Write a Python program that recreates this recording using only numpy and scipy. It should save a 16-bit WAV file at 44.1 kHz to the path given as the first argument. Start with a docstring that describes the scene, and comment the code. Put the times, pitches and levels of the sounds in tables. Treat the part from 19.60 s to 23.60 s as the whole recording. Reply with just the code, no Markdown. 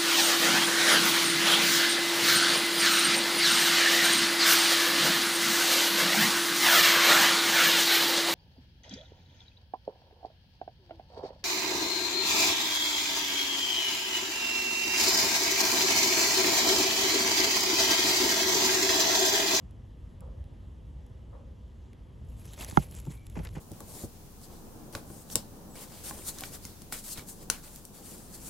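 """A low rumble and faint outdoor air come first, as a hand holds a camera over soil in a quiet spot.
Dry leaves tick as they fracture, and a few far-off thuds die away in short resonant tails.
Then the camera moves: leaves slide and snap, and a hard knock by the right microphone rings the case.
The shifting grip scuffs the case by friction, bumps it softly and slips with a faint squeak."""
import sys
import numpy as np
from scipy import signal
from scipy.fft import rfft, irfft, next_fast_len
from scipy.io import wavfile

SR = 44100
rng = np.random.default_rng(int(sys.argv[2]) if len(sys.argv) > 2 else 0)


def log_audio(samples):
    """Write samples as a 16-bit WAV file to the path given in sys.argv[1]."""
    # one column per channel
    frames = np.atleast_2d(samples).T
    # limit to full scale, then quantise
    limited = np.clip(frames, -1, 1)
    pcm = np.round(limited * 32767).astype(np.int16)
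    wavfile.write(sys.argv[1], SR, pcm)


N = 176400
CUTOFF_HZ = 15750


def from_db(db):
    return 10 ** (np.asarray(db) / 20)


def unit_rms(x):
    return x / np.sqrt(np.mean(x ** 2) + 1e-20)


def since(onset):
    return np.maximum(np.arange(N) / SR - onset, 0)


def decay(t, t60):
    """Damping: amplitude falls exponentially, by 60 dB in t60 seconds."""
    return np.exp(-np.minimum(np.log(1000) * t / t60, 60))


def level_curve(points):
    return from_db(np.interp(since(0), *np.transpose(points)))


def at_hz(points, hz):
    frequencies, levels = np.transpose(points)
    return np.interp(np.log(hz), np.log(frequencies), levels)


def band(x, low, high):
    sos = signal.butter(2, [low, min(high, .48 * SR)], "band", fs=SR, output="sos")
    return signal.sosfilt(sos, x + 1e-18)


def drift(corner_hz, step=40):
    """Random modulation: low-passed noise wanders with unit rms."""
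    pole = np.exp(-2 * np.pi * corner_hz * step / SR)
    noise = rng.standard_normal(N // step + 2002)
    slow = signal.lfilter([1], [1, -2 * pole, pole * pole], noise)[2000:]
    return np.interp(np.arange(N) / step, np.arange(len(slow)), unit_rms(slow))


def stereo(mid, side):
    return np.array([mid + side, mid - side])


def hiss():
    """Incoherent sources: two independent mid and side pairs of white noise."""
    return rng.standard_normal((2, 2, N))


def grains(per_s, spread_db, power_decay_s=0.00015):
    """Shot noise: tiny fractures of uneven size arrive at random, each a brief burst."""
    sizes = from_db(spread_db * np.minimum(rng.exponential(1, N), 4.5))
    fractures = sizes * (rng.random(N) < per_s / SR)
    power = signal.lfilter([1], [1, -np.exp(-1 / (power_decay_s * SR))], fractures ** 2 + 1e-18)
    return unit_rms(np.sqrt(power) * hiss())


# Stereo width at the two microphone ports: (frequency [Hz], side minus mid [dB])
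STEREO_WIDTH = [(60, -25), (130, -12.5), (250, -8), (480, -3.5), (950, -3.5), (1600, 0.5), (2300, -9),
                (3500, -51.5), (8000, -25.5)]


def coloured(source, spectrum, flicker_db, flicker_hz):
    """Spectral shaping: third-octave bands, each with its own level, width and flicker, sum to rms 1."""
    out, edges = 0, 20 * 2 ** (np.arange(30) / 3)
    for k, (low, high) in enumerate(zip(edges, edges[1:])):
        hz = np.sqrt(low * high)
        flicker = flicker_db * drift(flicker_hz)
        if spectrum[0][0] <= hz <= spectrum[-1][0]:
            mid, side = band(source[k % 2], low, high)
            width = from_db(at_hz(STEREO_WIDTH, hz))
            out += from_db(at_hz(spectrum, hz) + flicker) * stereo(mid, side * width)
    return unit_rms(out)


# Spectrum of the hand's rumble: (frequency [Hz], relative density [dB])
RUMBLE_SPECTRUM = [(20, -6), (33, -16), (52, 2), (68, -2.5), (90, -7), (130, -12.5), (190, -24),
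                   (300, -35.5), (600, -33.5)]
# Its envelope: (time [s], level [dB])
RUMBLE_ENVELOPE = [(0, -41.5), (.3, -47), (.7, -41.5), (1.0, -46), (1.35, -45), (1.85, -45), (2.1, -47),
                   (2.45, -47), (2.63, -42), (3.0, -45), (3.42, -41), (3.6, -46.5), (3.8, -39), (4, -40)]


def hand_rumble():
    """Structure-borne sound: the case conducts the low vibration of the holding hand."""
    rumble = coloured(hiss(), RUMBLE_SPECTRUM, flicker_db=2.0, flicker_hz=32)
    return level_curve(RUMBLE_ENVELOPE) * rumble


# Spectrum of the outdoor air: (frequency [Hz], relative density [dB])
AIR_SPECTRUM = [(100, 0), (230, 3), (290, -3), (400, -5), (540, -21.5), (660, -17), (1000, -15),
                (1450, -27), (1900, -22.5), (2400, -30), (3000, -27.5), (4700, -32.5), (7500, -35),
                (11000, -35), (14700, -54)]
# Faint narrow bands in it: (centre [Hz], level [dB], edge over centre [ratio])
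AIR_PEAKS = [(503, -75.5, 1.04), (3084, -80, 1.126)]


def outdoor_air(level_db=-58):
    """Ambient noise: a steady broadband floor carries two faint narrow bands."""
    air = from_db(level_db) * coloured(hiss(), AIR_SPECTRUM, flicker_db=1.34, flicker_hz=6.3)
    for hz, db, span in AIR_PEAKS:
        air += from_db(db) * unit_rms(band(rng.standard_normal(N), hz / span, hz * span))
    return air


# Fractures of dry leaves: (time [s], relative level [dB], extra gain of the body [dB])
LEAF_FRACTURES = [(0.109, -40, 0), (0.6062, -29.5, -3.5), (0.8407, -41.5, 1), (1.4644, -39.5, -18),
                  (2.3313, -41.5, 10), (2.934, -22.5, -1.5), (3.011, -14.5, -5), (3.025, -25, 2),
                  (3.046, -11, -7.5), (3.0978, -15, -9), (3.111, -26.5, 10), (3.173, -24, 13),
                  (3.311, -22, -26), (3.3498, -22, -18), (3.4, -20.5, -14), (3.4527, -28, 0),
                  (3.667, -24.5, 1), (3.6985, -28, -5), (3.8493, -18.5, -5), (3.8712, -38, 21.5),
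                  (3.889, -35, 12.5)]


def leaf_snaps(rise_s=0.001, t60=0.0079, edge_hz=7300, body_hz=2310, edge_db=-7, body_db=-8):
    """Brittle fracture: each break releases a noise burst with a bright edge and a papery body."""
    edge_envelope = body_envelope = 0
    for onset, db, extra_db in LEAF_FRACTURES:
        t = since(onset)
        burst = from_db(db) * (1 - np.exp(-t / rise_s)) * decay(t, t60)
        edge_envelope += burst
        body_envelope += burst * from_db(extra_db)
    edge_noise, body_noise = hiss()[0]
    edge = band(edge_envelope * edge_noise, edge_hz, CUTOFF_HZ)
    body = band(body_envelope * body_noise, body_hz / 2, body_hz * 2)
    return from_db(edge_db) * edge + from_db(body_db) * body


# Distant knocks: (time [s], level [dB])
FAR_KNOCKS = [(0.61, -55), (0.659, -68), (.75, -72), (1.725, -54)]
# Their shared resonances: (centre [Hz], gain [dB], edge over centre [ratio], t60 [s])
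THUD_RESONANCES = [(526, -1, 1.102, 0.69), (914, -4, 1.26, 0.4)]


def far_thuds(rise_s=0.0048, side_db=-4):
    """Reverberant decay: distant knocks smear into short tails; the lower resonance lasts longer."""
    out = 0
    for hz, band_db, span, t60 in THUD_RESONANCES:
        tails = 0
        for onset, db in FAR_KNOCKS:
            t = since(onset)
            tails += from_db(db) * (1 - np.exp(-t / rise_s)) * decay(t, t60)
        mid, side = unit_rms(band(hiss()[0], hz / span, hz * span))
        out += from_db(band_db) * tails * stereo(mid, side * from_db(side_db))
    return out


# Spectrum of leaves sliding on each other: (frequency [Hz], relative density [dB])
RUSTLE_SPECTRUM = [(150, 12.5), (400, 10), (900, 7), (1600, -0.5), (2300, 3.5), (3200, 5), (4700, -0.5),
                   (7200, 4), (11000, 6), (16000, 3.5)]
# Vigour of the sliding: (time [s], level [dB])
RUSTLE_ENVELOPE = [(2.5, -90), (2.65, -74.5), (2.82, -60.5), (2.96, -55), (3.02, -45), (3.11, -48),
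                   (3.21, -49), (3.29, -58.5), (3.39, -55), (3.44, -63), (3.52, -53), (3.58, -67.5),
                   (3.73, -64), (3.86, -63), (3.92, -62.5), (3.98, -60.5)]


def leaf_rustle(surge_db=2.5):
    """Sliding friction: dry leaves hiss and crackle against each other in small surges."""
    slide = from_db(-3) * hiss()
    crackle = from_db(-4.5) * grains(per_s=1000, spread_db=3)
    leaves = coloured(slide + crackle, RUSTLE_SPECTRUM, flicker_db=2.9, flicker_hz=31)
    surges = from_db(surge_db * drift(corner_hz=21))
    return level_curve(RUSTLE_ENVELOPE) * surges * leaves


# Strokes of the grip on the case: (time [s], duration [s], rub level [dB], rasp level [dB])
GRIP_STROKES = [(2.974, 0.0035, -43.5, -51), (3.008, 0.0033, -43, -46.5), (3.024, 0.005, -43, -51),
                (3.465, 0.0041, -44.5, -58), (3.495, .005, -53, -75), (3.753, 0.0044, -46, -46.5),
                (3.763, 0.014, -43, -49), (3.787, 0.0037, -47, -45), (3.794, 0.016, -45.5, -64),
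                (3.818, 0.041, -61, -58), (3.847, 0.028, -58, -54), (3.949, 0.013, -57, -50),
                (3.963, 0.03, -51, -58.5)]
# Spectra of the dull rub and the papery rasp: (frequency [Hz], relative density [dB])
RUB_SPECTRUM = [(130, -3), (220, -3), (320, -0.5), (480, 7.5), (660, -8), (880, 0), (1400, -29),
                (2000, -36)]
RASP_SPECTRUM = [(700, 1), (1200, -1), (2100, 1.5), (2800, -2.5), (3800, -15.5), (8000, -13.5),
                 (14000, -42)]


def grip_scuffs(rise_s=0.0041, release_t60=0.032):
    """Friction noise: a dull rub and a fine rasp follow the contact pressure of each stroke."""
    rub_envelope = rasp_envelope = 0
    for onset, duration, rub_db, rasp_db in GRIP_STROKES:
        pressure = (1 - np.exp(-since(onset) / rise_s)) * decay(since(onset + duration), release_t60)
        rub_envelope += from_db(rub_db) * pressure
        rasp_envelope += from_db(rasp_db) * pressure
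    grit = grains(per_s=13000, spread_db=4.5)
    rub = coloured(hiss(), RUB_SPECTRUM, flicker_db=1.0, flicker_hz=31)
    rasp = coloured(grit, RASP_SPECTRUM, flicker_db=2.0, flicker_hz=63)
    return rub_envelope * rub + rasp_envelope * rasp


# Modes of the case: (frequency [Hz], gain [dB], t60 [s], multiplier of the blow's pan [ratio])
CASE_MODES = [(61.3, -29, 0.23, 0.11), (149, -7, 0.058, 2.9), (186.5, -12.5, 0.034, 0),
              (256, -4, 0.021, 3.6), (372.5, -18, 0.033, 0.21), (619, -31, 0.066, 0.21),
              (788, -11, 0.035, 0.61), (908, -3.5, 0.013, 0.98), (1220, -13, 0.014, 2.2),
              (1374, -12.5, 0.024, 1.55), (1660, -24, 0.015, 0.81), (2110, -26.5, 0.015, 0.18),
              (3190, -28, 0.0095, 0.1), (6250, -29.5, 0.007, 0.1)]
# Blows on it: (time [s], relative level [dB], low-pass corner [Hz], rightward pan [dB])
CASE_BLOWS = [(3.124, -19.5, 586, 9), (3.172, 4, 9050, 7.5), (3.194, -1.5, 97, 1),
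              (3.469, -24.5, 470, -1.5), (3.477, 3.5, 61.6, 0), (3.5, -15, 170, 1.5), (3.767, -9, 239, 2.5),
              (3.771, 1, 52, 2), (3.784, -12.5, 100, -3), (3.796, -13.5, 260, 3), (3.934, -8, 49.8, 0.5),
              (3.966, -12.5, 283, 1.5)]


def case_blows(build_cycles=0.47, max_lag_s=0.00048):
    """Modal ringing: blows excite damped modes; low ones build last, soft contacts lose the highs."""
    out, size = np.zeros((2, N + SR)), SR // 3
    t = np.arange(size) / SR
    left_only = np.array([[1], [0]])
    for onset, db, corner_hz, pan_db in CASE_BLOWS:
        start = int(onset * SR)
        for k, (hz, mode_db, t60, pan_scale) in enumerate(CASE_MODES):
            # A blow on the right reaches the left port later and weaker.
            lag = max_lag_s * np.tanh(pan_db / 6) * (pan_scale > .1)
            age = np.maximum(t - lag * left_only, 0)
            gain = from_db(db + mode_db - pan_db * pan_scale * left_only) / (1 + (hz / corner_hz) ** 2)
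            build = 1 - np.exp(-(age * hz / build_cycles) ** 2)
            ring = decay(age, t60) * np.sin(2 * np.pi * hz * age)
            out[:, start:start + size] += (-1) ** k * gain * build * ring
    return out[:, :N]


def grip_squeak(peak_s=3.585, swell_s=0.097, hz=2280, half_width_hz=70, level_db=-69):
    """Narrow-band friction noise: a thin note swells and fades as the grip slips."""
    swell = np.exp(-((since(0) - peak_s) / swell_s) ** 2)
    note = unit_rms(band(rng.standard_normal(N), hz - half_width_hz, hz + half_width_hz))
    return from_db(level_db) * swell * note


def scene():
    """Superposition: the pressures of all the sources add."""
    return (hand_rumble() + outdoor_air() + leaf_snaps() + far_thuds()
            + leaf_rustle() + grip_scuffs() + case_blows() + grip_squeak())


# Treble roll-off of both microphones: (frequency [Hz], gain [dB])
MIC_ROLLOFF = [(11500, 0.5), (13000, -6.5), (14200, -10.5), (16000, -17)]
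# Phase lag of the right microphone: (frequency [Hz], lag [cycles])
RIGHT_PHASE_LAG = [(7400, 0), (9050, .5), (11200, 1), (13250, 1.5), (15000, 2)]


def record(dry, low_cut_hz=38):
    """Frequency response: the microphones lose deep bass and top octave; the right lags in the treble."""
    size = next_fast_len(N + SR // 4)
    hz = np.arange(size // 2 + 1) * SR / size
    left, right = rfft(dry, size) * from_db(np.interp(hz, *np.transpose(MIC_ROLLOFF)))
    right *= np.exp(-2j * np.pi * np.interp(hz, *np.transpose(RIGHT_PHASE_LAG)))
    heard = irfft(np.array([left, right]), size)[:, :N]
    heard = signal.sosfilt(signal.butter(2, low_cut_hz, "high", fs=SR, output="sos"), heard)
    return signal.sosfilt(signal.ellip(10, .2, 80, CUTOFF_HZ, fs=SR, output="sos"), heard)


dry = scene()
out = record(dry)
log_audio(out)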